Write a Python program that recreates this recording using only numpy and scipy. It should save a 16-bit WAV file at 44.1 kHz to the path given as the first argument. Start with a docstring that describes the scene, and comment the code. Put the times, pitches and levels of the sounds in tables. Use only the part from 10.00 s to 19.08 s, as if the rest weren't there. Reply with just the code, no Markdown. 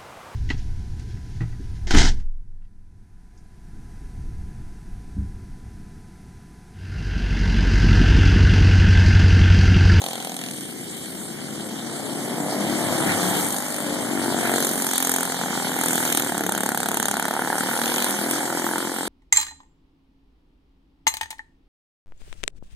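"""Go-karts on a dirt track

Three small four-stroke go-karts lap a dirt track, sweep past a camera and run off into the far turn.
Each firing is a low boom and a bark, with a sharp crack of gas when the pipe points at the camera.
Boom, bark and intake growl are shaped clicks, one per firing; cracks and bangs are short bursts of noise.
Tyres hiss as patchy noise, trees answer with a fading echo, and the camera widens the stereo image."""
import sys
import numpy as np
from scipy import signal
from scipy.fft import rfft, irfft, next_fast_len
from scipy.io import wavfile
from scipy.ndimage import uniform_filter1d, map_coordinates

SR = 44100
rng = np.random.default_rng(int(sys.argv[2]) if len(sys.argv) > 2 else 0)


def store_pcm(level_fs):
    """Save levels as 16-bit WAV."""
    pcm = np.round(np.clip(level_fs, -1, 1) * 32767).astype(np.int16)
    wavfile.write(sys.argv[1], SR, np.atleast_2d(pcm).T)


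N = 400428

# All levels are relative: the functions below add trims. Tables with time_s are joined by straight lines.
# Firing rate of each engine, up on the straights and down into the turns: time_s, firings_per_s
FAST_RATE = [(0.0, 46.61), (0.93, 44.12), (1.22, 45.18), (1.69, 43.53), (2.19, 47.53), (3.27, 52.41),
             (4.25, 47.06), (4.79, 45.42), (5.0, 43.8), (5.24, 43.97), (5.6, 42.59), (5.99, 41.7),
             (6.29, 40.34), (6.96, 44.57), (7.79, 48.25), (8.37, 48.9), (9.08, 45.18)]
MIDDLE_RATE = [(0.0, 44.07), (1.06, 37.88), (1.55, 36.63), (3.36, 44.99), (3.75, 44.92), (4.5, 41.66),
               (4.8, 42.48), (5.3, 40.64), (5.75, 37), (6.0, 35.6), (6.24, 34.5), (6.69, 35.75),
               (7.25, 35.3), (7.49, 37.2), (8.25, 41.53), (8.5, 41.87), (8.75, 43.83), (9.08, 44.16)]
SLOW_RATE = [(0, 28.29), (.85, 27.61), (1.1, 28.61), (1.35, 30), (1.75, 29.2), (2.3, 32.6), (2.9, 35.6),
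             (3.35, 36.9), (3.7, 33.21), (4, 31.02), (4.4, 30.79), (4.8, 29.73), (5.5, 27.79),
             (5.95, 25.99), (6.55, 26.11), (7, 28.41), (7.5, 30.95), (8.1, 33.97), (8.45, 35), (9.08, 34.6)]
# Exhaust loudness as each kart nears and turns its pipe: time_s, boom_db, bark_db
FAST_LEVEL = [(0, -54, -68), (.8, -51, -54), (1.6, -48, -44), (2.4, -36, -45), (3.15, -44, -31),
              (3.65, -39.5, -37.5), (4.15, -32, -36), (4.52, -27.5, -26.5), (4.72, -33.5, -34),
              (5.05, -33, -30.5), (5.4, -35.5, -30.5), (6, -34.5, -29.5), (6.7, -43.5, -36),
              (7.6, -49, -31.5), (8.45, -38.5, -38), (9.08, -50, -49)]
MIDDLE_LEVEL = [(0, -41, -41), (.42, -49, -47), (.62, -58, -62), (1.5, -45, -58), (2.4, -40, -53),
                (3, -37, -40), (3.7, -60, -51), (4.5, -46, -41), (5.05, -60, -57), (5.9, -36, -36),
                (6.5, -33, -30.5), (7.1, -37.5, -27.5), (7.55, -35.5, -27), (7.95, -33.5, -30.5),
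                (8.3, -35.5, -31.5), (8.67, -34.5, -28), (9.08, -34.5, -36.5)]
# The slow kart's exhaust loudness: time_s, boom_db
SLOW_LEVEL = [(0, -48), (.55, -42), (1.5, -40.5), (2.4, -36.5), (3.1, -27.5), (3.42, -33), (3.65, -42.5),
              (4.4, -32.5), (5.05, -45.5), (5.6, -39.5), (6.3, -41), (8.3, -43), (9.08, -49)]
# Tone colours of the three mufflers, the bark and the gas jet: pitch_hz, level_db
FAST_MUFFLER = [(50, -31.5), (95, -23), (140, -11), (190, -9), (280, 0.9), (355, -6), (420, 0), (510, -8.5),
                (610, -8.5), (800, -14.5), (1300, -34.5)]
MIDDLE_MUFFLER = [(50, -38), (100, -30), (140, -8), (215, 1), (270, -1.5), (320, 2.5), (400, 2),
                  (500, -1.5), (600, -10), (1300, -25.5)]
SLOW_MUFFLER = [(50, -55), (100, -14), (140, -0.5), (210, 7), (270, -5.5), (335, 3), (430, -12.5),
                (640, -15), (800, -18), (1300, -40.5)]
BARK_COLOUR = [(150, -13.5), (450, -2), (680, 1), (880, -1), (1170, -8.5), (1450, -2.5), (1900, -8.5),
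               (2500, -20.5), (4000, -26.5), (9000, -51)]
JET_COLOUR = [(1200, -9), (2500, -0.5), (3500, 3.5), (5200, 1.5), (6600, 15), (7900, 11.5), (9300, 17.5),
              (10600, 4.5), (11900, 13.5), (12900, 13.5), (13800, 12.5)]
# Times when a pipe points at the camera: kart, start_s, length_s, level_db, dullness (0 near to 1 far)
CRACKS = [("middle", 0, 0.12, -35.5, 0.59), ("middle", 0.24, 0.21, -38.5, 0.72),
          ("fast", 3.444, 0.13, -26, 0), ("fast", 3.68, 0.098, -30, 0.09), ("fast", 4.58, 0.1, -21.5, 0),
          ("fast", 4.82, .1, -25.5, 0.15), ("fast", 4.935, 0.2, -19.5, 0.084),
          ("fast", 5.84, 0.095, -20, 0.045), ("fast", 6.125, 0.046, -17.5, 0.16),
          ("middle", 6.43, 0.46, -30, 0.15), ("middle", 6.945, 0.17, -28, 0.15),
          ("middle", 7.17, 0.081, -30, .2), ("fast", 7.82, 0.21, -25.5, 0.53)]
CRACK_RISE_DB_PER_S, CRACK_FALL_DB_PER_S = 94, 93
CRACK_UNDER_BARK_DB = -14  # the faint crack left when the pipe points away
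FAR_HZ = 4430  # distance dulls the crack above this
JET_PEAK_HZ, JET_STRAY_OCTAVES = 8330, 0.46  # brightest band of the cracks, and how far each one strays
# Echoes off the ground and the nearest bank: delay_s, level_db
BANKS = [(.0035, -8.5), (.008, -12)]
BANK_DRIFT_S = .0007  # typical wander of these delays as a kart moves
# Wash of all karts together: time_s, roar_db, dirt_db
WASH_LEVEL = [(0, -38, -40.5), (.7, -47, -40), (1.4, -41, -41), (2.4, -32, -36.5), (3.1, -25.5, -30),
              (3.38, -27, -30), (3.62, -33.5, -36), (4.1, -30.5, -34.5), (4.45, -30.5, -32.5),
              (5, -34, -32.5), (5.4, -33.5, -34), (6.03, -33, -30.5), (6.45, -40, -38.5), (7.1, -41, -38),
              (7.4, -39, -36), (7.85, -33, -32), (8.45, -31.5, -33.5), (9.08, -37, -35)]
# Tone colours of the engine drone, engine roar, dirt and dust: pitch_hz, level_db
DRONE_COLOUR = [(25, -43), (55, -34), (100, -9.5), (190, -0.5), (320, -0.5), (480, -9.5), (900, -31.5)]
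ROAR_COLOUR = [(300, -25.5), (520, 3.5), (700, 0.5), (950, -2.5), (1170, -7), (1450, -9), (2000, -9),
               (2600, -23), (4500, -45)]
DIRT_COLOUR = [(1500, -10), (2200, 1), (2600, -11), (3100, 2), (3600, -2.5), (5200, -2.5), (6500, -3),
               (8200, 2.5), (9500, -1.5), (11000, -4.5), (14000, -10)]
DUST_COLOUR = [(8000, -15), (10300, 4.5), (11800, -4), (13700, 2.5)]
DRONE_DB, DRONE_FOLLOWS = -34.5, 0.7  # mean level; swing in dB per dB of the slow kart's boom
# Finest hiss, strongest as karts throw dust toward the camera: time_s, level_db
DUST_LEVEL = [(0, -44), (.9, -44), (1.13, -41), (1.45, -52), (2.75, -40), (3.4, -29), (3.9, -40),
              (4.3, -36), (4.6, -29), (5.05, -32), (5.45, -37), (6.05, -27), (6.4, -39), (7.3, -40),
              (7.6, -32), (8, -29.5), (8.3, -33), (8.7, -35), (9.08, -39)]
# Short showers of dirt flung up by tyres: time_s, extra_level_db (0 adds nothing)
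SHOWERS = [(1.13, 0.5), (3.43, 0), (6.04, 0), (8.35, 4)]
SHOWER_S = 0.029  # how long a shower takes to swell and to sink
# Emphasised bands, shifting as karts turn and change distance; the first two shape everything: time_s, pitch_hz
BOOM_PEAK = [(0, 280), (.9, 230), (2.2, 278), (3.1, 342), (3.5, 310), (4, 283), (4.6, 267), (5.3, 213),
             (6.7, 210), (7.6, 229.9), (8.6, 310), (9.08, 260)]
BARK_PEAK = [(0, 730), (2.5, 660), (3.1, 720), (3.5, 784), (3.8, 620), (4.2, 750), (4.65, 700), (4.9, 830),
             (6.4, 700), (7.3, 810), (7.8, 860), (8.45, 780), (8.65, 942), (9.08, 880)]
DIRT_PEAK = [(0, 9200), (1.8, 8400), (3.3, 8600), (4.3, 8600), (5.1, 6940), (6, 7900), (7.6, 9500),
             (8.25, 9700), (8.45, 7800), (9.08, 8500)]
# How long the echo from the trees takes to fade by 60 dB: pitch_hz, fade_s
TREE_FADE = [(150, 0.55), (1000, 0.13), (4000, 0.27), (12000, 0.034)]
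# Single firings that bang much harder than their neighbours: time_s, level_db
BANGS = [(0.018, -29), (0.042, -26), (0.247, -27), (0.3658, -27), (0.511, -26), (.608, -31), (3.564, -28),
         (4.6495, -19), (4.8215, -17), (4.8668, -15.5), (4.979, -19), (5.071, -20), (5.095, -22),
         (5.162, -14), (5.2317, -17.5), (5.2528, -20), (5.321, -22), (5.859, -24), (5.979, -25),
         (6.1235, -16), (6.1726, -14), (6.379, -20), (6.493, -22), (6.5207, -24), (6.577, -24),
         (6.633, -20), (6.661, -19), (6.690, -20), (6.775, -19), (6.886, -21), (6.9705, -20), (7.027, -19),
         (7.055, -20), (7.083, -15.5), (7.1125, -22), (7.583, -19), (8.0442, -15), (8.109, -19),
         (8.3112, -15.5), (8.782, -21)]
# Tone colour of a bang: pitch_hz, level_db
BANG_COLOUR = [(400, -1), (900, 7), (1600, -2.5), (3500, -1.5), (5200, 1), (6800, 6.5), (9300, 15),
               (11000, 6.5), (13800, 6)]
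BANG_S = 0.002  # time for a bang's puff to fall to about a third
# Air intakes of the fast and slow karts as they face the camera: time_s, level_db
INTAKE_LEVEL = [(1.2, -58), (2.3, -42), (2.85, -35.5), (3.3, -37), (3.55, -50), (3.85, -41.5), (4.15, -50),
                (4.55, -38.5), (4.9, -52)]
# The middle kart's intake, heard at the start and again in the far turn: time_s, level_db
LAST_INTAKE_LEVEL = [(0, -37), (.15, -40.5), (.42, -45.5), (.65, -63), (7.2, -53), (7.7, -38.5),
                     (8.45, -38), (9.08, -50)]
# Tone colour of the intake growl: pitch_hz, level_db
INTAKE_COLOUR = [(430, -14.5), (560, -1), (680, -1), (820, -2.5), (1050, -11.5), (1500, -18)]
# Tyres scrubbing over packed dirt in the turn: middle_s, half_length_s, level_db
SCRUBS = [(3.105, 0.034, -27.5), (4.466, 0.065, -31.5)]
# Tone colour of the scrubs: pitch_hz, level_db
SCRUB_COLOUR = [(1000, -15), (1500, -2), (2200, -2), (3000, -13)]
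# Where the field leans, first left and later slightly right: time_s, left_minus_right_db
PAN = [(0, 0), (1.1, 0.5), (3.3, 1.4), (4.3, 2), (4.8, -0.6), (9.08, -0.7)]
# Difference signal between the two microphone ports: pitch_hz, side_db
SPREAD = [(100, -12), (300, -6), (700, -8), (1150, -5.5), (1600, 2.5), (3300, 0), (14000, 0)]
# Final tilt between the two channels: pitch_hz, left_minus_right_db
BALANCE = [(60, 3), (250, 5), (430, 5), (650, 0), (1100, -1), (1600, -2), (2200, 0), (3200, 0),
           (14000, -.5)]
# Stereo widener, share of the delayed opposite channel taken away: pitch_hz, share (0 to 1)
CROSSFEED = [(250, .02), (500, .3), (900, .9), (1300, 1), (3000, 1), (3900, .92), (5200, .52), (7000, .25),
             (13000, .27)]
CROSS_DELAY_S = 1 / 2610
CLIP_TOP = .92  # peaks bend smoothly toward this sample value
TOP_HZ = 14000  # nothing passes above this


def amp(db):
    """Turn decibels into a plain multiplier."""
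    return 10 ** (np.asarray(db) / 20)


def unit(x):
    """Scale a sound to an average strength (rms) of 1."""
    return x / np.sqrt(np.mean(x ** 2) + 1e-20)


def along(points, hz):
    """Read a table of pitch and value at any pitch, on a log pitch axis."""
    table_hz, value = np.transpose(points)
    return np.interp(np.log(hz + 1), np.log(table_hz + 1), value)


def curves(rows):
    """Turn each column after the time into one value per sample."""
    time_s, *columns = np.transpose(rows)
    return [np.interp(np.arange(N) / SR, time_s, column) for column in columns]


def wobble(rate):
    """Make a smooth random curve with this many random knots a second."""
    steps = np.linspace(0, N * rate / SR, N // 100)
    knots = rng.standard_normal(int(N * rate / SR) + 4)
    coarse = map_coordinates(knots, [steps])
    return np.interp(np.arange(N) * rate / SR, steps, coarse)


def filtered(x, response):
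    """Change the strength and timing of each pitch by a given response."""
    size = 2 * next_fast_len(N // 2 + SR // 8, True)
    hz = np.fft.rfftfreq(size, 1 / SR)
    return irfft(rfft(x, size) * response(hz), size)[..., :N]


def coloured(x, points):
    """Give a sound a tone colour with a filter that rings only after each input, then scale to rms 1."""
    size = 4096
    hz = np.fft.rfftfreq(size, 1 / SR) + 1
    octaves_below = np.log2(points[0][0] / hz)
    octaves_above = np.log2(hz / points[-1][0])
    outside = np.maximum(0, np.maximum(octaves_below, octaves_above))
    # Beyond the table the level falls; folding the cepstrum makes the filter minimum phase
    cepstrum = irfft(np.log(amp(along(points, hz) - 12 * outside)))
    cepstrum[1:size // 2] *= 2
    cepstrum[size // 2 + 1:] = 0
    ring = irfft(np.exp(rfft(cepstrum)))
    return unit(signal.oaconvolve(np.atleast_2d(x), ring[None], axes=1)[:, :N])


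def resonant(x, peak_rows, contrast_db, octaves):
    """Raise a moving band by half the contrast and lower the far pitches by the other half."""
    hz, t, z = signal.stft(x, SR, nperseg=1024)
    peak_hz = np.interp(t, *np.transpose(peak_rows))
    away = np.log2((hz[:, None] + 1) / peak_hz) / octaves
    gain = amp(contrast_db * (np.exp(-away ** 2) - .5))
    return signal.istft(z * gain, SR, nperseg=1024)[1][:, :N]


def noise():
    """White noise, unrelated at the two ports."""
    return rng.standard_normal((2, N))


def firings(rate_rows, first_s, jitter_s, wander_s):
    """Find the samples where an engine fires; bumps make it run a little ahead or behind."""
    rate, = curves(rate_rows)
    count = np.cumsum(rate) / SR - first_s * rate[0] + wander_s * rate * wobble(6)
    at = np.interp(np.arange(int(count[-1]) + 1), count, np.arange(N))
    at = at + jitter_s * SR * rng.standard_normal(len(at))
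    return np.clip(at, 0, N - 1).astype(int)


def pulses(at, scatter_db):
    """One click per firing, each with its own random strength."""
    strength = amp(scatter_db * rng.standard_normal(len(at)))
    return np.bincount(at, strength, N)


def puffs(train, fade_s):
    """A short rush of turbulent gas: noise that breaks out abruptly at each click and dies away."""
    t = np.arange(SR // 40) / SR
    return signal.oaconvolve(train, np.exp(-t / fade_s))[:N] * noise()


def with_banks(at, scatter_db):
    """Firings and near echoes; as the paths drift, each overtone swells and fades in turn."""
    train = pulses(at, scatter_db)
    for delay_s, db in BANKS:
        late = at + SR * (delay_s + BANK_DRIFT_S * wobble(2.5)[at])
        late = late[(late >= 0) & (late < N)].astype(int)
        train = train + amp(db) * pulses(late, scatter_db)
    return train


def boom(at, muffler, level_db):
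    """Each firing rings the muffler; the level wavers as the kart bounces."""
    ringing = coloured(with_banks(at, scatter_db=1.0), muffler)
    return -amp(level_db + 1.24 * wobble(9)) * ringing


def bark(at, level_db, rough, fade_s):
    """The sharp front of each exhaust pulse, followed by ragged gas."""
    train = pulses(at, scatter_db=1.0)
    rough = np.clip(rough, 0, 1)  # gas share of the power
    front = -coloured(train, BARK_COLOUR)
    gas = coloured(puffs(train, fade_s), BARK_COLOUR)
    return amp(level_db) * (np.sqrt(1 - rough) * front + np.sqrt(rough) * gas)


def crack(at, kart, bark_db, trim_db):
    """Bright gas leaving the pipe: faint under the bark, it rises, holds and falls in each spell."""
    t = np.arange(N) / SR
    level_db = bark_db + CRACK_UNDER_BARK_DB
    dullness = np.zeros(N)
    for name, start, length, db, dull in CRACKS:
        if name == kart:
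            before_db = CRACK_RISE_DB_PER_S * (start - t)
            after_db = CRACK_FALL_DB_PER_S * (t - start - length)
            spell_db = db - np.maximum(np.maximum(before_db, after_db), 0)
            dullness[spell_db > level_db] = np.clip(dull, 0, 1)
            level_db = np.maximum(level_db, spell_db)
    near = coloured(puffs(pulses(at, scatter_db=1.1), fade_s=.0029), JET_COLOUR)
    # Each firing gets its own brightest band
    peak_hz = JET_PEAK_HZ * 2 ** (JET_STRAY_OCTAVES * rng.standard_normal(len(at)))
    near = unit(resonant(near, np.column_stack([at / SR, peak_hz]), contrast_db=5, octaves=.35))
    far = unit(signal.lfilter(*signal.butter(4, FAR_HZ, fs=SR), near))
    return amp(level_db + trim_db) * (np.sqrt(1 - dullness) * near + np.sqrt(dullness) * far)


def fast_kart(at):
    """The highest-revving kart: muffler boom, rough bark and cracks of gas."""
    boom_db, bark_db = curves(FAST_LEVEL)
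    pops = bark(at, bark_db - 3.5, rough=.42, fade_s=.0045)
    return boom(at, FAST_MUFFLER, boom_db + .5) + pops + crack(at, "fast", bark_db, trim_db=-4.5)


def middle_kart(at):
    """The last kart to pass drives away with its pipe facing the camera: boom, bark and cracks."""
    boom_db, bark_db = curves(MIDDLE_LEVEL)
    pops = bark(at, bark_db - 3.8, rough=.3, fade_s=.0042)
    return boom(at, MIDDLE_MUFFLER, boom_db + .5) + pops + crack(at, "middle", bark_db, trim_db=1.5)


def slow_kart(at):
    """A well-muffled, low-revving kart with only a soft bark."""
    boom_db, = curves(SLOW_LEVEL)
    soft_bark = bark(at, boom_db - 12, rough=0.25, fade_s=0.0081)
    return boom(at, SLOW_MUFFLER, boom_db - .7) + soft_bark


def bounces(at, reach_s, doppler, count):
    """Copies of the firings off ground and banks; each path slowly changes length, so they beat."""
    delay_s = rng.uniform(0, reach_s, (count, 1))
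    stretch = rng.normal(0, doppler, (count, 1))
    arrivals = (at + delay_s * SR + stretch * (at - N / 2)).astype(int)
    return pulses(arrivals[(arrivals >= 0) & (arrivals < N)], scatter_db=1.5)


def spray(patchy_db, grain_db):
    """Noise of flying dirt: it comes in small clumps, and each band flares up and sinks by itself."""
    z = signal.stft(noise() * amp(grain_db * wobble(190)), nperseg=256)[2]
    field = rng.standard_normal(z.shape[1:])
    field = uniform_filter1d(field, size=9, axis=0)  # smooth over pitch
    field = uniform_filter1d(field, size=16, axis=1)  # smooth over time
    return signal.istft(z * amp(patchy_db * unit(field)), nperseg=256)[1][:, :N]


def follow(level_db, mean_db, slope):
    """A level that swings about its own mean, slope dB for each dB of another."""
    return mean_db + slope * (level_db - level_db.mean())


def showers():
    """Extra hiss in dB while a tyre flings dirt."""
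    t = np.arange(N) / SR
    return sum(db * np.exp(-((t - s) / SHOWER_S) ** 2) for s, db in SHOWERS)


def wash(engines):
    """Firings scattered over the field make a drone, a roar and a rasp; tyres throw dirt and dust."""
    roar_db, dirt_db = curves(WASH_LEVEL)
    dirt_db = dirt_db + showers()
    boom_db, = curves(SLOW_LEVEL)
    ports = [sum(bounces(at, reach_s=.06, doppler=.004, count=5) for at in engines) for _ in range(2)]
    scattered = unit(np.array(ports))
    drone_db = follow(boom_db, DRONE_DB, DRONE_FOLLOWS)
    drone = amp(drone_db) * coloured(scattered + .5 * noise(), DRONE_COLOUR)
    roar = amp(roar_db - 4.5) * coloured(scattered + .5 * noise(), ROAR_COLOUR)
    all_firings = sum(pulses(at, scatter_db=1.5) for at in engines)
    rasp = amp(dirt_db - 5.5) * coloured(puffs(all_firings, fade_s=0.0061), DIRT_COLOUR)
    dirt = amp(dirt_db + 3.0) * coloured(spray(patchy_db=2.5, grain_db=1.0), DIRT_COLOUR)
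    dust_db, = curves(DUST_LEVEL)
    dust = amp(dust_db) * coloured(spray(patchy_db=3.0, grain_db=1.0), DUST_COLOUR)
    return drone + roar + dust + resonant(dirt + rasp, DIRT_PEAK, contrast_db=3.0, octaves=0.28)


def intakes(engines, level_rows):
    """One hard gulp of air per firing from each engine; with two, the strokes slide past each other."""
    level_db, = curves(level_rows)
    gulps = sum(with_banks(at, scatter_db=1.8) for at in engines)
    return amp(level_db) * coloured(gulps, INTAKE_COLOUR)


def tree_line(x):
    """A diffuse answer from the trees: fading noise smears the sound, each pitch dying at its own pace."""
    hz, t, z = signal.stft(rng.standard_normal((2, SR // 2)), SR, nperseg=256)
    fade = amp(-60 * t / along(TREE_FADE, hz)[:, None])
    tail = signal.istft(z * fade, SR, nperseg=256)[1]
    return signal.oaconvolve(x, tail / np.linalg.norm(tail[0]), axes=1)[:, :N]


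def bangs():
    """Now and then one firing spits a much harder, broader crack of gas."""
    time_s, db = np.transpose(BANGS)
    train = np.bincount((time_s * SR).astype(int), amp(db + 4.0), N)
    burst = puffs(train, fade_s=BANG_S)
    return burst.std() * coloured(burst, BANG_COLOUR)


def scrubs():
    """A short gritty rasp of flickering noise as a tyre slides."""
    t = np.arange(N) / SR
    level = sum(amp(db) * np.exp(-((t - s) / half_s) ** 2) for s, half_s, db in SCRUBS)
    return level * coloured(noise() * amp(2.5 * wobble(150)), SCRUB_COLOUR)


def scene():
    """Karts, echo and wash at two close ports that hear the bass almost alike."""
    fast = firings(FAST_RATE, first_s=.0194, jitter_s=.00005, wander_s=.0003)
    middle = firings(MIDDLE_RATE, first_s=.0169, jitter_s=.00006, wander_s=.00016)
    slow = firings(SLOW_RATE, first_s=.01, jitter_s=.00006, wander_s=.001)
    karts = fast_kart(fast) + middle_kart(middle) + slow_kart(slow) + bangs()
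    karts = karts + intakes([fast, slow], INTAKE_LEVEL) + intakes([middle], LAST_INTAKE_LEVEL)
    echo = amp(-10.5) * tree_line(karts)
    field = karts + echo + wash([fast, middle, slow]) + scrubs()
    field = resonant(field, BOOM_PEAK, contrast_db=3, octaves=0.19)
    field = resonant(field, BARK_PEAK, contrast_db=4, octaves=0.32)
    pan_db, = curves(PAN)
    left, right = field * amp(2.5 + pan_db * np.array([[.5], [-.5]]))
    mid = (left + right) / 2
    side = filtered((left - right) / 2, lambda hz: amp(along(SPREAD, hz)))
    return np.array([mid + side, mid - side])


def record(dry):
    """The camera takes a delayed share of each channel from the other, rounds peaks, tilts and cuts the top."""
    def opposite(hz):
        share = np.clip(along(CROSSFEED, hz), 0, 1)
        return share * np.exp(-2j * np.pi * hz * CROSS_DELAY_S)

    def tilt_and_cut(hz):
        tilt_db = along(BALANCE, hz) * np.array([[.5], [-.5]])
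        return amp(tilt_db) * (hz < TOP_HZ)

    wide = dry - filtered(dry[::-1], opposite)
    wide = wide / (1 + (wide / CLIP_TOP) ** 4) ** .25
    return filtered(wide, tilt_and_cut)


dry = scene()
out = record(dry)
store_pcm(out)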